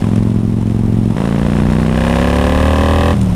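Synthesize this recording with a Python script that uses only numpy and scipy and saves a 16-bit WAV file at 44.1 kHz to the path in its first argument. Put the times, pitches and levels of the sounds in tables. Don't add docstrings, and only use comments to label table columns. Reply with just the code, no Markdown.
import sys
import numpy as np
from scipy import signal
from scipy.fft import rfft, irfft
from scipy.io import wavfile
from scipy.ndimage import uniform_filter1d

SR = 44100
rng = np.random.default_rng(int(sys.argv[2]) if len(sys.argv) > 2 else 0)


def bounce(signal):
    frames = np.transpose(np.atleast_2d(signal))
    limited = np.clip(frames, -1, 1)
    pcm = np.round(limited * 32767).astype(np.int16)
    wavfile.write(sys.argv[1], SR, pcm)


N = 147735


def amp(db):
    return 10 ** (np.asarray(db) / 20)


def evened(x):
    return x / np.sqrt(np.mean(x ** 2) + 1e-20)


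def curve(points):
    return np.interp(np.arange(N) / SR, *np.transpose(points))


def add(mix, s, sound):
    at = round(s * SR)
    part = mix[max(at, 0):max(at + len(sound), 0)]
    part += sound[max(-at, 0):][:len(part)]


def colour(x, points, size=8192):
    hz, db = np.transpose(points)
    bins_hz = abs(np.fft.fftfreq(size, 1 / SR)) + 1
    log_gain = np.log(amp(np.interp(np.log(bins_hz), np.log(hz), db)))
    ring = np.fft.ifft(np.exp(np.conj(signal.hilbert(log_gain)))).real[:size // 2]
    return signal.fftconvolve(x, ring)[:len(x)]


# time in seconds, engine cycles per second.
ROLLING = [(0, 21.18), (.15, 21.8), (.35, 22.24), (.6, 22.28), (.85, 22.46), (1.15, 22.39)]
# time in seconds, engine cycles per second.
PULLING = [(1.15, 27.2), (1.35, 28.46), (1.6, 29.79), (1.9, 31.55), (2.1, 33.61), (2.35, 35.72),
           (2.6, 37.78), (2.85, 39.72), (3.13, 41.5), (3.18, 39.2), (3.26, 36.8), (3.35, 33.8)]
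# time in seconds, opening from 0 to 1.
THROTTLE = [(0, 0.25), (.4, 0.26), (1.14, 0.36), (1.16, 0.57), (1.6, 0.72), (1.9, 0.71), (2.05, 0.79),
            (2.45, 0.85), (3.13, 1), (3.16, 0.08), (3.35, 0.08)]
JUMP_S = 1.15
ROLL_FIRING_S, PULL_FIRING_S = .1138, 1.2743
REAR_LAG = .417
JITTER_S, UNEVEN_DB = .00014, 1.0
UNEVEN_FADE = 2.6


def firings():
    t = np.arange(N) / SR
    stretches = ((ROLLING, ROLL_FIRING_S, t < JUMP_S), (PULLING, PULL_FIRING_S, t > JUMP_S))
    cylinders = []
    for lag in (0, REAR_LAG):
        times = []
        for speed, anchor, part in stretches:
            turns = np.cumsum(curve(speed)) / SR
            count = np.floor(turns - np.interp(anchor, t, turns) - lag)
            fires = np.diff(count, prepend=count[0]) > 0
            times += list(t[fires & part])
        unsteady = np.exp(-UNEVEN_FADE * np.interp(times, *np.transpose(THROTTLE)) ** 2)
        slip, size = rng.standard_normal((len(times), 2)).T * unsteady
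        cylinders.append(np.transpose([times + JITTER_S * slip * unsteady, amp(UNEVEN_DB * size)]))
    return cylinders


def puffs(cylinders, delay, rear_db, rear_delay):
    out = np.zeros(N)
    for rear, rows in enumerate(cylinders):
        for s, size in rows:
            add(out, s + delay + rear * rear_delay, np.array([size * amp(rear * rear_db)]))
    return out


# frequency in Hz, relative level in dB.
SHUT = [(20, -30), (40, -24), (75, -1), (112, 3), (150, 1), (190, -1.5), (260, -24), (400, -23),
        (560, -25.5), (1500, -57), (5000, -58)]
LIGHT = [(20, -30), (66, -22), (88, -7), (111, 1), (140, -11), (180, -4), (240, -3.5), (275, -14),
         (370, -16.5), (500, -29), (1100, -51.5), (5000, -69.5)]
HALF = [(20, -12), (56, -9), (85, -0.5), (112, -5.5), (142, 3.5), (170, 6.5), (210, 3), (260, -1.5),
        (350, -7.5), (520, -15.5), (1200, -34), (5000, -57)]
FULL = [(20, -24), (45, 1), (76, 10.5), (112, 6), (150, -5), (190, -1), (235, 7.5), (280, 0.5), (325, -17),
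        (400, 1.5), (470, -24), (560, -16.5), (700, -28.5), (900, -32), (5000, -54)]
# throttle from 0 to 1, tone table, puff delay in seconds,
# rear cylinder level in dB against the front, extra rear delay in seconds.
PIPE = [(0, SHUT, .0042, .5, -.0006), (.3, LIGHT, .0002, .3, 0), (.6, HALF, .0002, -1, 0),
        (1, FULL, .0005, .8, .0005)]
# time in seconds, level in dB.
EXHAUST_DB = [(0, -9.5), (.2, -9), (.5, -12.5), (.8, -12.5), (1.11, -11.5), (1.15, -16), (1.2, -13.5),
              (1.6, -9.5), (2.05, -11.5), (2.5, -12), (3.1, -13), (3.2, -9.5), (3.35, -12.5)]
PIPE_LAG_HZ = 450


def exhaust(cylinders):
    throttle = curve(THROTTLE)
    openings = [row[0] for row in PIPE]
    out = 0
    for share, (_, spectrum, *timing) in zip(np.eye(len(PIPE)), PIPE):
        train = puffs(cylinders, *timing)
        tone = evened(colour(train - train.mean(), spectrum))
        out = out + np.interp(throttle, openings, share) * tone
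    pole = np.exp(-2 * np.pi * PIPE_LAG_HZ / SR)
    trailing = signal.lfilter([-pole, 1], [1, -pole], out)
    return trailing * amp(curve(EXHAUST_DB))


CLIMB = .05
CLIMB_SPEEDS = (33, 41)


def climbing(x, spectrum):
    share = np.interp(curve(PULLING), CLIMB_SPEEDS, (0, 1))
    low = colour(x, [(hz * (1 - CLIMB / 2), db) for hz, db in spectrum])
    high = colour(x, [(hz * (1 + CLIMB / 2), db) for hz, db in spectrum])
    return (1 - share) * low + share * high


TURBULENT_HZ = 1500


def gas_bursts(cylinders, spectrum, lead_s, rise_s, rear_db, rear_delay_s, rough, spread_db, size=1024):
    u = np.arange(size) / SR / rise_s
    shape = u ** 2 * np.exp(-u)
    steady, turbulent = np.zeros(N), np.zeros(N)
    for rear, rows in enumerate(cylinders):
        own = shape * rng.standard_normal(size)
        for _ in range(8):
            flat = irfft(np.exp(1j * np.angle(rfft(own))))
            own = flat * np.sqrt(shape)
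        for s, strength in rows:
            at = s - lead_s + rear * rear_delay_s
            gain = strength * amp(rear * rear_db)
            add(steady, at, gain * evened(own))
            fresh_gain = gain * amp(spread_db * rng.standard_normal())
            add(turbulent, at, fresh_gain * evened(shape * rng.standard_normal(size)))
    treble = signal.butter(2, TURBULENT_HZ, "high", fs=SR, output="sos")
    turbulent = signal.sosfilt(treble, turbulent)
    return evened(climbing(steady + rough * turbulent, spectrum))


# frequency in Hz, relative level in dB.
RASP = [(100, -0.5), (350, 14), (600, 7.5), (850, 4), (1150, 4), (1400, -3), (1700, 1), (2050, -1),
        (2250, -8), (2600, -6.5), (3300, -11), (4500, -19.5), (10000, -59.5)]
# time in seconds, level in dB.
RASP_DB = [(0, -28), (.2, -36), (.5, -59), (1.14, -55), (1.165, -25), (1.5, -26), (1.9, -24.5), (2.1, -20),
           (3.13, -27.5), (3.17, -38), (3.35, -44)]
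# start ahead of the firing in seconds, rise in seconds, rear cylinder
# level in dB against the front, extra rear delay in seconds, turbulence (before its filter) as a share.
RASP_BURST = (.0018, .0015, 2, .0003, .75)


def rasp(cylinders):
    return gas_bursts(cylinders, RASP, *RASP_BURST, spread_db=.9) * amp(curve(RASP_DB))


# frequency in Hz, relative level in dB.
CLATTER = [(200, 7), (550, 12.5), (1000, 10), (1500, -1), (2400, -1.5), (3700, -4.5), (4800, -11.5),
           (5250, -6.5), (5800, -11), (8500, -11.5), (8950, -8), (9900, -11), (10900, -23), (15000, -26.5)]
# time in seconds, level in dB.
CLATTER_DB = [(0, -29.5), (.25, -33), (.5, -36.5), (1.13, -34), (1.18, -30.5), (1.9, -29.5), (2.05, -26),
              (2.6, -26.5), (3.1, -27.5), (3.17, -31.5), (3.35, -31)]
CLATTER_SWELL, SWELL_S = 0.5, 0.015
TICKS_PER_S, TICK_SHARE = 260, 0.63


def clatter(cylinders):
    t = np.arange(SR // 20) / SR
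    bump = t / SWELL_S * np.exp(1 - 2 * t / SWELL_S) * 2
    swell = signal.fftconvolve(puffs(cylinders, 0, 0, 0), bump)[:N]
    hiss = evened((1 + CLATTER_SWELL * swell) * rng.standard_normal(N))
    hits = (rng.random(N) < TICKS_PER_S / SR) * rng.random(N) ** 2
    fading = signal.fftconvolve(hits, np.exp(-t / 0.002))[:N]
    ticks = evened(fading * rng.standard_normal(N))
    return evened(colour(hiss + TICK_SHARE * ticks, CLATTER)) * amp(curve(CLATTER_DB))


# frequency in Hz, relative level in dB.
WIND = [(8, -45), (18, -14), (35, 0), (70, -4), (130, -9), (220, -12), (350, -19), (600, -27), (1500, -40),
        (6000, -60)]
# time in seconds, level in dB.
WIND_DB = [(0, -26), (.7, -23), (1.1, -22.5), (1.3, -26), (1.9, -26), (2.6, -22), (3.35, -23)]
GUST_DB = 2


def wind():
    smooth = uniform_filter1d(rng.standard_normal(N), size=2500)
    gusts = evened(uniform_filter1d(smooth, size=1500))
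    rumble = colour(rng.standard_normal(N), WIND)
    return evened(rumble * amp(GUST_DB * gusts)) * amp(curve(WIND_DB))


# frequency in Hz, relative level in dB.
BARK = [(150, -32.5), (400, -4.5), (490, 8.5), (590, 6), (670, -7), (760, 6.5), (880, -4.5), (990, 1.5),
        (1140, 2.5), (1350, -22), (1580, -9.5), (1730, -5), (1880, -3), (2200, -61), (2480, -7),
        (2750, -19.5), (3000, -11), (3250, -17), (3550, -16), (4000, -25), (6000, -32), (12000, -38)]
# time in seconds, level in dB.
BARK_DB = [(1.1, -70), (1.88, -40), (1.98, -22), (2.3, -19), (2.7, -18.5), (3.05, -17.5), (3.125, -19),
           (3.16, -50), (3.35, -70)]
BARK_BURST = (.002, .0022, -8, .001, .33)


def bark(cylinders):
    return gas_bursts(cylinders, BARK, *BARK_BURST, spread_db=.6) * amp(curve(BARK_DB))


# start in seconds, level in dB.
CLACKS = [(3.2127, -43), (3.214, -38), (3.23, -45)]
# frequency in Hz, relative level in dB.
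GEARBOX = [(300, -17), (1000, -2), (2000, -7), (3300, 10), (4700, -2), (7300, 8), (8400, -6), (9000, 20),
           (10000, -18), (11500, -19), (15000, -23)]
CLACK_S = 0.0028


def gear_change():
    t = np.arange(SR // 40) / SR
    out = np.zeros(N)
    for s, db in CLACKS:
        strike = rng.standard_normal(len(t)) * np.exp(-t / CLACK_S)
        add(out, s, amp(db) * evened(colour(strike, GEARBOX)))
    return out


def scene():
    cylinders = firings()
    engine = exhaust(cylinders) + rasp(cylinders) + bark(cylinders) + clatter(cylinders)
    return (engine + wind() + gear_change())[None]


EDGE_HZ = 15350


def record(dry):
    held = dry / (1 + (dry / .95) ** 8) ** (1 / 8)
    low_pass = signal.firwin(511, EDGE_HZ, window=("kaiser", 9), fs=SR)
    return signal.oaconvolve(held, low_pass[None], "same")


dry = scene()
out = record(dry)
bounce(out)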